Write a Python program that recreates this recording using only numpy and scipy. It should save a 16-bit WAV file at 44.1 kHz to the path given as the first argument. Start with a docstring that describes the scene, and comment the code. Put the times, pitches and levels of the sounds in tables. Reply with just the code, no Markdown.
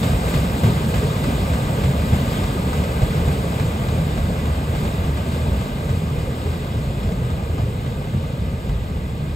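"""A paddle steamer glides past close by over calm water, while a little wind brushes the microphone.
From the start the floats (boards) of its quickening wheel slap, thud and splash about 3.5 times a second.
Heavy plunges thud in the paddle box and air pockets boom; between blows the wash rumbles, gurgles,
splats and breaks into hissing foam. From about two seconds to five and a half, the machinery drone
surges most. Then the blows weaken and the wash grows quieter and duller as the ship draws away."""
import sys
import numpy as np
from scipy import signal
from scipy.fft import rfft, irfft
from scipy.io import wavfile
from scipy.ndimage import uniform_filter1d

SR = 44100
rng = np.random.default_rng(int(sys.argv[2]) if len(sys.argv) > 2 else 0)


def materialize(psi):
    """Save the field psi as 16-bit PCM at rate SR to the path in sys.argv[1].

    A 1-D psi becomes a single channel; in a 2-D psi each row is a channel.
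    """
    bounded = np.clip(np.atleast_2d(psi).T, -1, 1)
    quanta = np.round(bounded * 32767).astype(np.int16)
    wavfile.write(sys.argv[1], SR, quanta)


N = 412335
T = np.arange(N) / SR
HZ = np.fft.rfftfreq(N, 1 / SR)

# the tone of hissing spray: pitch_hz, level_db
SPRAY_TONE = [(300, -16), (900, 3.3), (1180, 3.5), (1350, 0), (1540, 1.2), (1800, -0.3), (2450, -0.2),
              (2750, -1.6), (3750, -2.8), (4300, -6.7), (5300, -8.3), (5550, -16), (5850, -17.5),
              (6200, -13.2), (6800, -9.6), (8000, -6.6), (9000, -9.7), (11000, -11.7), (13000, -13.9),
              (15600, -15.6)]
# the tone of air driven under water: pitch_hz, level_db
THUD_TONE = [(24, -40), (48, -2), (110, 0), (170, -4), (300, -20.5), (550, -23), (1000, -33), (3000, -63)]
# the tone of a slap on the surface: pitch_hz, level_db
SLAP_TONE = [(150, -8), (300, 2), (520, 9), (760, 13), (1200, 9.5), (2400, 1), (4500, -4.5), (5800, -13.5),
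             (8000, -9), (15000, -30)]
# each float of the wheel meets the water: start_s, slap_db, splash_db
FLOAT_HITS = [(0.029, 2.5, 3.5), (.338, 2, 3), (.634, 0, 1.5), (0.939, -0.5, 1), (1.238, 1, -2),
              (1.533, -2, -4), (1.836, 0, -5), (2.125, -6, -1), (2.434, -1, -3), (2.729, 0, -3),
              (3.018, -1, -6), (3.31, -6, -2.5), (3.597, -1, -6), (3.884, -3, -11), (4.174, -4, -10),
              (4.453, -4, -12), (4.749, -2.5, -5), (5.042, -8, -12), (5.317, -6, -6), (5.608, -5, -8),
              (5.891, -3.5, -6), (6.18, -13, -8), (6.46, -11, -16), (6.75, -15, -14), (7.03, -6, -11),
              (7.3, -9, -13), (7.58, -9, -10), (7.86, -10, -14), (8.131, -15, -20), (8.41, -24, -23),
              (8.691, -10.5, -22), (8.97, -24, -20), (9.29, -14, -18)]


def amp(db):
    """Turns decibels into a number to multiply by."""
    return 10 ** (np.asarray(db) / 20)


def evened(x):
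    """Scales a signal to an average (rms) size of one."""
    return x / np.sqrt(np.mean(x ** 2) + 1e-20)


def at_each_pitch(points):
    """Joins the points of a table smoothly, giving a value for every pitch in HZ."""
    pitch_hz, value = np.transpose(points)
    return np.interp(np.log(HZ + 1), np.log(pitch_hz), value)


def coloured(x, tone):
    """Shapes x with a tone table, at an average size of one."""
    return evened(irfft(rfft(x) * amp(at_each_pitch(tone)), N))


def with_treble(x, edge_hz, treble_db):
    """Turns everything above edge_hz up or down by treble_db."""
    body = signal.sosfiltfilt(signal.butter(2, edge_hz, fs=SR, output="sos"), x)
    return body + (x - body) * amp(treble_db)


def wander(hz):
    """A random drift that changes up to about hz times a second."""
    return evened(irfft(rfft(rng.standard_normal(N)) * np.exp(-(HZ / hz) ** 2), N))


def hump(peak_s, half_s):
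    """A smooth rise to one at peak_s and back down."""
    return np.exp(-((T - peak_s) / half_s) ** 2)


def blows(rows, rise_s):
    """The loudness over time of blows that jump up and die away; rows are start_s, level_db, fall_s."""
    power = np.zeros(N)
    for start_s, db, fall_s in rows:
        start = int(np.clip(round(start_s * SR), 0, N))
        age = T[:min(SR // 2, N - start)]
        blow = amp(db) * (1 - np.exp(-age / rise_s)) * np.exp(-age / fall_s)
        power[start:start + len(age)] += blow ** 2
    return np.sqrt(power)


def wheel_beat(rise_s, fall_s, uneven_db):
    """One blow for every float, each a little stronger or weaker by chance."""
    sizes_db = uneven_db * rng.uniform(-1, 1, len(FLOAT_HITS))
    return blows([(hit[0], db, fall_s) for hit, db in zip(FLOAT_HITS, sizes_db)], rise_s)


def distance_db(behind_m=0, sideways_m=21.64, head_start_m=2, speed_m_per_s=3.755):
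    """Sound thins as it spreads: the level of a spot behind_m behind the wheel, 0 at its closest."""
    along_m = head_start_m - behind_m + speed_m_per_s * T
    return 20 * np.log10(sideways_m / np.hypot(sideways_m, along_m))


def foam(patch_db, patch_s, patch_hz):
    """Two white noises that swell together in short patches of time and pitch."""
    hz, t, noise = signal.stft(rng.standard_normal((2, N)), SR, nperseg=512, noverlap=384)
    patches = rng.standard_normal(noise.shape[1:])
    patches = uniform_filter1d(patches, max(1, round(patch_hz / hz[1])), axis=0)
    patches = uniform_filter1d(patches, max(1, round(patch_s / t[1])), axis=1)
    patchy = noise * amp(patch_db * evened(patches))
    return signal.istft(patchy, SR, nperseg=512, noverlap=384)[1][:, :N]


def bubbles(low_hz, high_hz, per_s, cycles, rise, spread_db, sizes=36):
    """Bubbles of many sizes ring for a few cycles, rising in pitch as they near the surface."""
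    out = np.zeros((2, N))
    for hz in np.linspace(low_hz, high_hz, sizes):
        age = np.arange(0, 5, hz / cycles / SR)  # counted in fading times, not seconds
        ring = np.sin(2 * np.pi * cycles * age * (1 + rise * age)) * np.exp(-age) * np.sqrt(hz)
        for side, when, softness in rng.random((round(2 * per_s * T[-1] / sizes), 3)):
            part = out[int(2 * side), int(when * N):][:len(ring)]
            part += ring[:len(part)] * amp(-spread_db * np.log(max(softness, .02)))
    return evened(out - out.mean(axis=1, keepdims=True))


def wind(level_db=-45, gust_db=2):
    """Light gusts brush the microphone, swelling alike on both sides over a different rustle on each."""
    # the low tone of the breeze: pitch_hz, level_db
    wind_tone = [(10, -22), (35, -21), (80, 14), (200, 4), (800, -61), (3000, -68)]
    return amp(level_db + gust_db * wander(hz=3.0)) * coloured(rng.standard_normal((2, N)), wind_tone)


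def machinery(pitch_hz=76.1, gain_db=-4, waver=0.03504, throb_db=2.5):
    """A wavering low drone comes in surges from inside the hull."""
    # the surges of the drone: time_s, level_db
    surges = [(0, -31), (.5, -50), (1.4, -35), (1.9, -26), (2.15, -18.5), (2.36, -34), (2.62, -29),
              (2.82, -19), (2.98, -38), (3.25, -19), (3.45, -29), (3.62, -23), (3.8, -37), (4.05, -27),
              (4.3, -18), (4.41, -27), (4.5, -20), (4.63, -31), (4.8, -19), (4.97, -36), (5.1, -21),
              (5.25, -31), (5.43, -15), (5.75, -40), (7.7, -27), (8.5, -45), (8.93, -25), (9.35, -31)]
    time_s, level_db = np.transpose(surges)
    turns = np.cumsum(pitch_hz * (1 + waver * wander(hz=5.24))) / SR
    drone = evened(np.sin(2 * np.pi * turns) * amp(throb_db * wander(hz=7.5)))
    return amp(np.interp(T, time_s, level_db) + gain_db) * drone


def wake(level_db=-55):
    """Countless small bubbles seethe in the wake, which stays close by as the wheel moves off."""
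    seethe = bubbles(low_hz=1407, high_hz=4195, per_s=1200, cycles=10, rise=0.0152, spread_db=3.5)
    return amp(level_db) * seethe


def rumble(level_db=-22, falloff=0.35, surge_db=2, drift_db=0.1):
    """Big clouds of trapped air pulse in the wash, surging after each float; the deepest carry farthest."""
    # the tone of the air clouds: pitch_hz, level_db
    rumble_tone = [(15, -45), (28, -20), (42, -6), (60, -2), (80, 0.5), (100, -1.5), (148, 0), (190, -5.5),
                   (245, -9), (310, -19.5), (1500, -70)]
    clouds = bubbles(low_hz=40, high_hz=330, per_s=900, cycles=1.6, rise=.02, spread_db=1)
    churn = with_treble(coloured(clouds, rumble_tone), edge_hz=140, treble_db=2.5 + distance_db())
    swell_db = surge_db * wheel_beat(rise_s=0.0094, fall_s=0.059, uneven_db=3)
    swell_db += drift_db * wander(hz=3.5)
    return amp(level_db + falloff * distance_db() + swell_db) * churn


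def gurgle(level_db=-28, bubbles_db=-10, falloff=1.23):
    """The crest of the wash tumbles behind the wheel: a rush with big bubbles in it, duller from afar."""
    # the tone of the tumbling water: pitch_hz, level_db
    gurgle_tone = [(90, -13), (170, 5), (235, 6), (300, -2.5), (360, -2), (450, 1.4), (680, -3.5),
                   (850, -6), (1150, -13), (1400, -12), (2200, -21), (6000, -47)]
    # slabs of water fold over and the churn swells: peak_s, extra_db, half_length_s
    heaves = [(.24, 1.5, 0.14), (0.677, 3, 0.073), (1.307, 2.5, 0.042), (3.762, 0.5, .13),
              (7.42, 1.5, 0.21)]
    rush = foam(patch_db=0.34, patch_s=.02, patch_hz=296)
    plops = bubbles(low_hz=279.4, high_hz=1506, per_s=1500, cycles=5, rise=0.026, spread_db=1)
    heave_db = sum(db * hump(peak_s, half_s) for peak_s, db, half_s in heaves)
    away_db = distance_db(behind_m=7)
    churn = coloured(rush + amp(bubbles_db) * plops, gurgle_tone)
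    churn = with_treble(churn, edge_hz=520, treble_db=1.7 + 0.97 * away_db)
    return amp(level_db + falloff * away_db + heave_db) * churn


def spray(level_db=-33.5, fizz_db=-15, dulling_db_per_s=0.32, falloff=1.57):
    """Falling spray and bursting foam hiss, growing duller as the wheel draws away."""
    hiss = foam(patch_db=1.0, patch_s=0.048, patch_hz=937)
    fizz = bubbles(low_hz=1202, high_hz=9920, per_s=1600, cycles=13.6, rise=0.014, spread_db=0.5)
    water = coloured(hiss + amp(fizz_db) * fizz, SPRAY_TONE)
    water = with_treble(water, edge_hz=5100, treble_db=0.34 - dulling_db_per_s * T)
    return amp(level_db + falloff * distance_db(behind_m=3)) * water


def breakers(gain_db=-35):
    """A toppling crest swells into a patchy hiss and sinks back."""
    # crests of the wash topple into foam: peak_s, level_db, half_length_s
    crests = [(0.307, -1, 0.074), (2.336, -1, 0.12), (3.1, -8, .25), (3.6, -8, 0.17), (4.86, -5, 0.11),
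              (5.2, -11, .25), (5.55, -9.5, 0.2), (6.51, -8, 0.15)]
    swell = sum(amp(db) * hump(peak_s, half_s) for peak_s, db, half_s in crests)
    return amp(gain_db) * swell * coloured(foam(patch_db=2.5, patch_s=.018, patch_hz=1100), SPRAY_TONE)


def splats(gain_db=-23):
    """Loose lumps of thrown water fall back with a splat."""
    # each lump lands: start_s, level_db, fall_s
    landings = [(1.028, -4, .012), (2.316, -14, 0.013), (2.837, -3, 0.0092), (3.106, -6, 0.01),
                (3.281, -2, 0.0096), (3.833, -6, .012), (4.851, -6, 0.01), (5.171, -6, 0.012),
                (6.53, -8.5, 0.013), (6.664, -9, 0.011), (7.089, -9, .006), (7.119, -7, .006)]
    return amp(gain_db) * blows(landings, rise_s=0.0014) * coloured(rng.standard_normal((2, N)), SLAP_TONE)


def booms(rise=0.016, waver=0.025):
    """A pocket of air swells and dies on one note that climbs a little as it nears the surface."""
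    # pockets break loose, big ones booming, smaller ones glugging: start_s, pitch_hz, level_db, swell_s
    pockets = [(0.121, 60, -23.5, 0.064), (.352, 634, -31, .008), (0.629, 107.7, -19.5, .035),
               (1.027, 429, -24, .009), (1.261, 54.3, -24, 0.045), (1.5, 66.5, -24, .035),
               (1.835, 131, -19.5, 0.028), (2.42, 50, -24, 0.027), (2.55, 373, -31, .01),
               (3.005, 47.2, -23.5, 0.033), (3.019, 603, -29, .005), (3.985, 150, -19, 0.021),
               (4.26, 176.7, -25.5, 0.037), (5.5, 64.2, -20, 0.031), (5.885, 84.4, -22, 0.036),
               (6.45, 79.5, -19.5, .028), (6.461, 427, -31.5, .009), (7.031, 47.6, -24, 0.03),
               (7.088, 632, -31, .005), (7.09, 175, -29.5, 0.04), (7.21, 116.7, -24, 0.024),
               (7.565, 83.7, -26, .025), (7.585, 110.6, -26, 0.028), (7.59, 47, -28, 0.041),
               (8.4, 150.5, -27.5, 0.027), (8.67, 52, -21, 0.041), (8.69, 109.4, -26, 0.023)]
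    out = np.zeros(N)
    wobble = 1 + waver * wander(hz=30)
    for (start_s, hz, db, swell_s), first_turn in zip(pockets, rng.random(len(pockets))):
        start = round(start_s * SR)
        span = slice(start, start + SR)
        age = np.maximum(T[span] - start_s, 0) / swell_s  # 1 at the loudest moment
        turns = first_turn + np.cumsum(hz * (1 + rise * age) * wobble[span]) / SR
        out[span] += amp(db) * age * np.exp(1 - age) * np.sqrt(2) * np.sin(2 * np.pi * turns)
    return out


def plunges(gain_db=-6):
    """A mass of water and air slams under the paddle box, the wheel's cover, with a heavy thud."""
    # each slam: start_s, level_db, fall_s
    slams = [(.03, -10.5, 0.13), (.335, -9, 0.04), (.634, -8, 0.089), (1.02, -13, 0.029), (1.27, -17, .05),
             (1.835, -17, 0.064), (2.118, -5, 0.026), (3.018, -6, .03), (3.19, -8.5, 0.038),
             (3.275, -7, 0.026), (4.176, -13, .022), (4.29, -16, 0.04), (4.83, -11.5, 0.088),
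             (5.047, -10, 0.039), (5.46, -11, 0.055), (7.07, -13.5, 0.11), (7.586, -12, 0.049),
             (8.133, -16, 0.02), (8.688, -12, 0.029)]
    return amp(gain_db) * blows(slams, rise_s=0.0025) * coloured(rng.standard_normal((2, N)), THUD_TONE)


def mist(gain_db=-43, early_s=0.038, half_s=0.029, low_hz=6000):
    """Just before each stroke, the float leaving the water flings off a fine mist."""
    swell = sum(amp(db) * hump(start_s - early_s, half_s) for start_s, _, db in FLOAT_HITS)
    hiss = coloured(rng.standard_normal((2, N)), SPRAY_TONE)
    fine_hiss = signal.sosfilt(signal.butter(4, low_hz, "high", fs=SR, output="sos"), hiss)
    return amp(gain_db) * swell * evened(fine_hiss)


def paddles(slap_db=-22, crack_db=-32, thud_db=-24, splash_db=-31.5, crack_falloff=1.5, thud_falloff=0.57):
    """Each float slaps the surface with a bright crack, drives air under, and throws up water."""
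    slap_noise, crack_noise, thud_noise = rng.standard_normal((3, 2, N))
    strike = blows([(start_s, db, .0085) for start_s, db, _ in FLOAT_HITS], rise_s=0.0015)
    shower = blows([(start_s, db, .075) for start_s, _, db in FLOAT_HITS], rise_s=0.011)
    push = wheel_beat(rise_s=0.0025, fall_s=0.033, uneven_db=5)
    slap = amp(slap_db) * coloured(slap_noise, SLAP_TONE)
    crack = amp(crack_db + crack_falloff * distance_db()) * coloured(crack_noise, SPRAY_TONE)
    thud = amp(thud_db + thud_falloff * distance_db()) * coloured(thud_noise, THUD_TONE)
    splash = amp(splash_db) * coloured(foam(patch_db=0.2, patch_s=.015, patch_hz=1490), SPRAY_TONE)
    return strike * (slap + crack) + push * thud + shower * splash


def with_echo(x, delay_s=.00221, first_db=-18, last_db=-13, band_hz=(900, 5000)):
    """A small surface by the microphone echoes the middle pitches; the rush grows hollower with time."""
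    band = signal.butter(3, band_hz, "band", fs=SR, output="sos")
    echo = signal.sosfilt(band, np.roll(x, round(delay_s * SR), axis=1))
    return x - amp(np.linspace(first_db, last_db, N)) * echo


def left_and_right(pair):
    """Turns two unrelated signals into what two close microphone openings hear from a wide source."""
    # how alike the two sides are: pitch_hz, likeness (0 to 1)
    likeness = [(230, .997), (430, .95), (600, .8), (820, .96), (950, .62), (1370, .74), (1640, .17),
                (1820, .72), (2020, .77), (2220, .42), (2500, .71), (3000, .57), (3210, .22), (3400, .53),
                (3620, .18), (3830, .54), (4040, .36), (4350, .62), (5350, .64), (5800, .89), (6300, .92),
                (8400, .8), (9600, .97), (10700, .97), (12000, .85)]
    # how far the left wave runs ahead of the right: pitch_hz, lead_radians
    left_lead = [(40, 0), (230, -.2), (390, .48), (540, .4), (860, 2.2), (1220, 1.55), (1380, 3.3),
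                 (1550, 4.6), (1740, 3.4), (2080, 6.1), (2350, 5.9), (3150, 7.9), (3900, 7), (5100, 7.1),
                 (5800, 6.3), (7400, 6.15), (8700, 4.8), (9500, 3.3), (10700, 3), (12500, .6), (14400, 0),
                 (15600, -1.8)]
    # how much louder the left side is: pitch_hz, left_minus_right_db
    balance = [(120, -.3), (300, -.1), (480, -1.5), (620, -5), (790, 0), (1140, 5.2), (1340, -1.1),
               (1550, .8), (1900, -4.4), (2200, -.4), (2650, 0), (2850, 1.7), (3600, 4.4), (4350, 3.2),
               (5200, 4.7), (5500, 1), (6000, 0), (8000, 1.5), (10000, 0)]
    alike = np.clip(at_each_pitch(likeness), 0, 1)
    shared, apart = rfft(pair)
    shared *= np.sqrt((1 + alike) / 2)
    apart *= np.sqrt((1 - alike) / 2)
    tilt = amp(at_each_pitch(balance) / 2)
    left = (shared + apart) * tilt
    right = (shared - apart) / tilt * np.exp(-1j * at_each_pitch(left_lead))
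    return irfft(np.array([left, right]), N)


def scene():
    """The wheel and its wash, the drone and the breeze."""
    water = paddles() + mist() + plunges() + splats() + breakers() + gurgle() + spray() + wake()
    return left_and_right(with_echo(water) + rumble()) + booms() + machinery() + wind()


def record(dry):
    """Cuts away the very highest treble."""
    top_hz = 15750
    treble_cut = signal.firwin(511, top_hz, window=("kaiser", 9), fs=SR)
    return signal.oaconvolve(dry, treble_cut[None], "same", axes=1)


dry = scene()
out = record(dry)
materialize(out)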